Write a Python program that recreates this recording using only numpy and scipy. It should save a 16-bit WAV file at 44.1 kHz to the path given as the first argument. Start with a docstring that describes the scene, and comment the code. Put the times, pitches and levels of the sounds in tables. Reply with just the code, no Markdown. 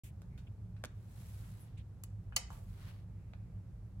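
"""A low rumble and a wavering hum fill a quiet room, heard through two close microphone ports.
Fingers brush and knock on the camera body, and a sleeve rustles as a hand reaches for a wall lamp.
Fingers tick on the small plastic lamp, then its switch snaps once: a spring lets go with a bright
crack and makes the housing ring. The sleeve rustles again as the hand draws back."""
import sys
import numpy as np
from scipy import signal
from scipy.fft import rfft, irfft
from scipy.io import wavfile

SR = 44100
rng = np.random.default_rng(int(sys.argv[2]) if len(sys.argv) > 2 else 0)


def to_wav(s):
    """Save 16-bit WAV."""
    ch = np.atleast_2d(s).T  # columns
    pcm = np.round(np.clip(ch, -1, 1) * 32767)  # PCM
    wavfile.write(sys.argv[1], SR, pcm.astype(np.int16))


N = 176400

# Ringing tones of the switch spring: pitch_hz, level_db, ring_s (time to fade by 60 dB)
SPRING_TONES = [(6170, -25.5, 0.023), (6610, -18, 0.0141), (7130, -17.5, .011), (7720, -20, 0.01),
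                (10700, -27, 0.016), (14960, -33, 0.0098)]
# Ringing tones of the lamp's plastic housing: pitch_hz, level_db, ring_s
HOUSING_TONES = [(518.6, -51, 0.14), (862, -40.5, 0.037), (1184, -33.5, .045), (1601, -39, .035),
                 (1974, -36, .04), (2590, -37.5, 0.0601), (2972, -23, .037), (4155, -34, 0.036),
                 (4440, -28, .042), (4830, -28, .024)]


def amp(db):
    """Turns decibels into a volume multiplier."""
    return 10 ** (np.asarray(db) / 20)


def unit(x):
    """Scales a signal to an average strength (rms) of 1."""
    return x / np.sqrt(np.mean(x ** 2) + 1e-20)


def read(points, hz):
    """Reads between the rows of a (pitch, value) table, with octaves evenly spaced."""
    pitch_hz, value = np.transpose(points)
    return np.interp(np.log(hz + 1), np.log(pitch_hz + 1), value)


def add(mix, start_s, sound):
    """Mixes a stereo sound in at its start time."""
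    part = mix[:, max(round(start_s * SR), 0):][:, :sound.shape[1]]
    part += sound[:, :part.shape[1]]


def freqs(size):
    """Lists the frequencies in the spectrum of that many samples."""
    return np.fft.rfftfreq(size, 1 / SR)


def filtered(x, gains):
    """Turns each frequency of a sound up or down."""
    return irfft(rfft(x) * gains, x.shape[-1])


def coloured(noise, colour):
    """Gives noise a colour (its balance of bass and treble), at strength 1."""
    return unit(filtered(noise, amp(read(colour, freqs(noise.shape[-1])))))


def drift(hz):
    """Wanders at random, up to about this rate, at strength 1."""
    return unit(filtered(rng.standard_normal(N), 1 / (1 + (freqs(N) / hz) ** 4)))


def ports(x, lag_s):
    """Sound reaches the left port lag_s after the right, or before it if lag_s is negative."""
    n = np.arange(len(x))
    return np.array([np.interp(n - round(max(side * lag_s, 0) * SR), n, x, left=0) for side in (1, -1)])


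def shortest_click(gains):
    """Builds the shortest click that has these strengths across its frequencies."""
    log_gain = np.log(np.r_[gains, gains[-2:0:-1]])
    return np.fft.ifft(np.exp(np.conj(signal.hilbert(log_gain)))).real


def background():
    """The room rumbles, nearly alike at both ports, with a faint hiss and a wavering hum."""
    # Colour of the room noise: pitch_hz, relative_db
    air_colour = [(20, -38), (38, -6), (52, 0), (78, -3), (110, 0.01), (145, -9), (185, -10), (250, -24),
                  (800, -36), (1400, -42.5), (3200, -53), (12000, -56), (16000, -62)]
    # How alike the two ports hear it: pitch_hz, likeness (0 to 1)
    port_likeness = [(100, 0.98), (600, 0.77), (1500, 0.45), (4000, .05)]
    # Tones of the hum: pitch_hz, level_db, waver_hz
    hum_tones = [(101.2, -52, 5.3), (177.7, -65, 2.9)]
    swell_s, swell_width_s, swell_hz = 2.6, .4, 57.8
    t, hz = np.arange(N) / SR, freqs(N)
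    left, other = rng.standard_normal((2, N))
    alike = read(port_likeness, hz)
    right = filtered(left, alike) + filtered(other, np.sqrt(1 - alike ** 2))
    air = amp(-50) * coloured(np.array([left, right]), air_colour)
    bass = filtered(air, 1 / (1 + (hz / 300) ** 4))
    hum = np.zeros(N)
    for pitch_hz, level_db, waver_hz in hum_tones:
        waver = drift(waver_hz) + 1j * drift(waver_hz)
        hum += amp(level_db) * unit(np.real(waver * np.exp(2j * np.pi * pitch_hz * t)))
    deep_rumble = unit(filtered(rng.standard_normal(N), np.exp(-np.log2((hz + 1) / swell_hz) ** 2)))
    swell = amp(-50.5) * np.exp(-((t - swell_s) / swell_width_s) ** 2) * deep_rumble
    bass_flutter = (amp(.9 * drift(hz=7)) - 1) * bass
    return (air + bass_flutter + hum + swell) * amp([[-.5], [.5]])  # a little louder on the right


def room_echo(x):
    """Sound bounces straight back off the wall, then leaves a tail that dies soonest in the treble."""
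    # How long the room rings: pitch_hz, ring_s
    ring_times = [(300, 0.23), (1200, 0.45), (4000, 0.32), (8000, 0.28), (10500, .15), (14000, 0.087)]
    hz, frame_s, spectrum = signal.stft(rng.standard_normal((2, SR // 2)), SR, nperseg=256)
    fade = amp(-60 * frame_s / read(ring_times, hz)[:, None])
    tail = signal.istft(spectrum * fade, SR, nperseg=256)[1]
    t = np.arange(tail.shape[1]) / SR
    wall_boost = 1 + amp(6) * np.exp(-t / .0082)
    echo = tail * wall_boost * (t > .003) / np.linalg.norm(tail[0])
    return signal.fftconvolve(x[None], echo, axes=1)[:, :N]


def sleeve():
    """Cloth fibres slip over each other as the arm reaches in and draws back."""
    # Loudness as the arm reaches in: time_s, treble_db, body_db (both before lift_db is added)
    reach = [(0.95, -86, -84.5), (1.22, -66.5, -70), (1.644, -73.5, -73.5), (1.75, -99, -79.5)]
    # Loudness as it draws back: same columns
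    retreat = [(2.525, -67.5, -67), (2.645, -77.5, -80), (2.885, -73, -62.5), (3.03, -94, -80.5)]
    # Colour of the bright hiss of cloth: pitch_hz, relative_db
    treble_colour = [(2500, -10), (5000, -6), (7500, -2.5), (11500, -0.5), (15500, -5.5)]
    # Colour of the rustle's lower body: pitch_hz, relative_db
    body_colour = [(300, 3), (650, 1), (1300, 1), (2300, -2), (4200, -5), (7000, -16)]
    lift_db, fade_db_per_s = 2.5, 501
    out, t = np.zeros((2, N)), np.arange(N) / SR
    grain = amp(2 * drift(hz=600) + .9 * drift(hz=25))  # fine grit and slower lumps
    for move in (reach, retreat):
        time_s, treble_db, body_db = np.transpose(move)
        outside_move_s = abs(t - np.clip(t, time_s[0], time_s[-1]))
        for level_db, colour in ((treble_db, treble_colour), (body_db, body_colour)):
            loudness = amp(lift_db + np.interp(t, time_s, level_db) - fade_db_per_s * outside_move_s)
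            out += loudness * coloured(grain * rng.standard_normal((2, N)), colour)
    return out


def brushes():
    """Skin and cloth slide briefly, making soft noise that swells quickly and dies away."""
    # Slides of skin and cloth: start_s, length_s, level_db, pitch_hz, width_octaves
    slides = [(0.018, 0.095, -59.5, 9900, 0.68), (0.023, 0.099, -66, 2480, 0.51),
              (0.377, 0.054, -73.5, 5460, 1.1), (.297, 0.14, -76, 2180, 0.12),
              (0.467, 0.023, -64.5, 2800, 0.23), (1.42, 0.086, -68, 1500, 0.78),
              (1.591, 0.079, -65.5, 10700, 0.14), (1.767, 0.065, -65, 2760, 0.46),
              (1.773, 0.038, -72, 7950, 0.34), (2.55, 0.15, -65, 560, 0.3), (3.0, 0.93, -83, 2186, 0.27)]
    out = np.zeros((2, N))
    for start_s, length_s, level_db, pitch_hz, width_octaves in slides:
        progress = np.arange(0, 1, 1 / (length_s * SR))
        band = np.exp(-.5 * (np.log2((freqs(N) + 1) / pitch_hz) / width_octaves) ** 2)
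        rub = unit(filtered(rng.standard_normal((2, N)), band))[:, :len(progress)]
        add(out, start_s, amp(level_db) * rub * np.interp(progress, [0, .22, 1], [0, 1, 0]))
    return out


def plastic_body(tones, ring_db):
    """A plastic body passes a touch on and adds its own ring."""
    t = np.arange(4096) / SR
    ringing = sum(amp(db - 60 * t / ring_s) * np.cos(2 * np.pi * hz * t) for hz, db, ring_s in tones)
    return (t == 0) + amp(ring_db) * ringing


def finger_taps(touches, ringing, chatter_s, lag_s):
    """Each touch is a sharp tick, a thud and a brief chatter that ring the plastic."""
    # Centres of a tick's middle, high and top bands: pitch_hz
    band_centres = [2800, 6496, 11400]
    # Colour of a tick's sharp edge: pitch_hz, relative_db
    edge_colour = [(200, -29), (1000, 6), (3000, 0.5), (4500, -4.5), (6500, -2.5), (11500, -2), (15500, -7)]
    size, rebound_s, thud_octaves = 2048, .001021, .6
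    out, to_room = np.zeros((2, 2, N))
    t, hz = np.arange(size) / SR, freqs(size)
    # The plastic flexes back after a touch, which makes it sound hollow.
    flex = (t == 0) - .38 * np.sinc((t - rebound_s) * SR / 3) / 3
    for start_s, thud_hz, thud_db, middle_db, high_db, top_db, room_db in touches:
        chatter = rng.standard_normal((2, size)) * np.exp(-t / chatter_s)
        blow = ports(flex, lag_s) + .631 * chatter / np.sqrt(SR / 1000)
        bands = list(zip(band_centres, (middle_db, high_db, top_db)))
        edge = amp(read(bands, hz) + read(edge_colour, hz))
        above_thud = np.log2((hz + 1) / thud_hz) / thud_octaves
        thud = amp(thud_db) * np.where(above_thud > 0, np.exp(-above_thud ** 2), 1 / (1 + above_thud ** 2))
        response = signal.fftconvolve(shortest_click(np.hypot(edge, thud)), ringing)
        tap = signal.fftconvolve(blow / np.linalg.norm(blow[0]), response[None])
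        add(out, start_s, tap)
        add(to_room, start_s, amp(room_db) * tap)
    return out + room_echo(to_room[1])


def camera_knocks():
    """Fingers tick and knock on the camera body, which rings very briefly."""
    # Fingers striking it: start_s, thud_hz, thud_db, middle_db, high_db, top_db, room_db
    knocks = [(.219, 600, -30, -40.5, -38.5, -40, -7), (.378, 900, -47, -37, -43, -46, -2),
              (.766, 900, -39, -39.5, -50, -57, -3), (.8393, 640, -7.5, -15.5, -18, -26.5, -17.5),
              (.8488, 403, -13, -20, -22, -27, -13.5), (.8551, 222, -10.5, -29.5, -18, -30, -25),
              (3.3357, 780, -20, -30, -42, -68, -11)]
    # Ringing tones of the camera body: pitch_hz, relative_db, ring_s
    camera_tones = [(235, -35.5, .04), (560, -33, 0.016), (1486, -33.5, 0.0056), (3740, -23.5, 0.0054)]
    return finger_taps(knocks, plastic_body(camera_tones, ring_db=-1.5), chatter_s=.0024, lag_s=-.0001)


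def lamp_touches():
    """Fingers land on the lamp and leave it, lightly ringing its housing and spring."""
    # Touches on the lamp: start_s, thud_hz, thud_db, middle_db, high_db, top_db, room_db
    touches = [(2.0372, 1100, -34, -32.5, -27.5, -18, -15.5), (2.3238, 1220, -22.5, -37, -64, -68.5, -2),
               (2.5041, 960, -14, -45, -37.5, -44, -6)]
    lamp = plastic_body(HOUSING_TONES + SPRING_TONES, ring_db=-4)
    return finger_taps(touches, lamp, chatter_s=.0032, lag_s=.00015)


def ring(tones, rise_s):
    """A struck part sounds several tones that build up quickly and die away."""
    t = np.arange(N // 16) / SR
    ringing = sum(amp(db - 60 * t / ring_s) * np.sin(2 * np.pi * (hz * t + rng.random()))
                  for hz, db, ring_s in tones)
    return (1 - np.exp(-t / rise_s)) * ringing


def switch():
    """The spring lets go with a bright crack; its stop rings the housing, and the room echoes."""
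    # The switch releases, slides over and stops: start_s, level_db, decay_s, low_cut_hz
    contacts = [(2.3626, -22, 0.0014, 2990), (2.3645, -22, 0.0016, 3404), (2.3668, -23.5, .0024, 750)]
    # Colour of each contact's crack: pitch_hz, relative_db
    crack_colour = [(1000, 2), (2000, 1), (3700, -3.5), (4900, 2), (8000, -1.5), (11500, -1.5), (15500, -9)]
    snap_s, housing_delay_s, crack_rise_s = 2.363, .001, .00054
    spring, housing, cracks = np.zeros((3, 2, N))
    t = np.arange(N // 16) / SR
    add(spring, snap_s, ports(ring(SPRING_TONES, rise_s=.0009), lag_s=.00027))
    add(housing, snap_s + housing_delay_s, ports(ring(HOUSING_TONES, rise_s=.00094), lag_s=.00021))
    for start_s, level_db, decay_s, low_cut_hz in contacts:
        loudness = amp(level_db) * (1 - np.exp(-t / crack_rise_s)) * np.exp(-t / decay_s)
        crack = loudness * coloured(rng.standard_normal((2, len(t))), crack_colour)
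        low_cut = signal.butter(4, low_cut_hz, "high", fs=SR, output="sos")
        add(cracks, start_s, signal.sosfilt(low_cut, crack))
    to_room = amp(-24) * spring + amp(-18) * housing + amp(-8) * cracks
    return spring + housing + cracks + room_echo(to_room[1])


def scene():
    """Mixes the fingers, the switch and the sleeve with the room's rumble."""
    return camera_knocks() + lamp_touches() + switch() + brushes() + sleeve() + background()


def record(dry):
    """The sound fades in after a brief silence; two narrow treble bands and the very top are cut."""
    # Treble bands that are weakened: pitch_hz, width_hz, change_db
    treble_dips = [(9230, 280, -17), (13680, 450, -26)]
    silence_s, fade_in_s, high_cut_hz = .035, .0024, 16000
    dips_db = sum(db * np.exp(-((freqs(N) - hz) / width_hz) ** 2) for hz, width_hz, db in treble_dips)
    fade_in = np.clip((np.arange(N) / SR - silence_s) / fade_in_s, 0, 1)
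    heard = filtered(dry, amp(dips_db)) * fade_in
    high_cut = signal.firwin(255, high_cut_hz, window=("kaiser", 8), fs=SR)
    return signal.oaconvolve(heard, high_cut[None], "same")


dry = scene()
out = record(dry)
to_wav(out)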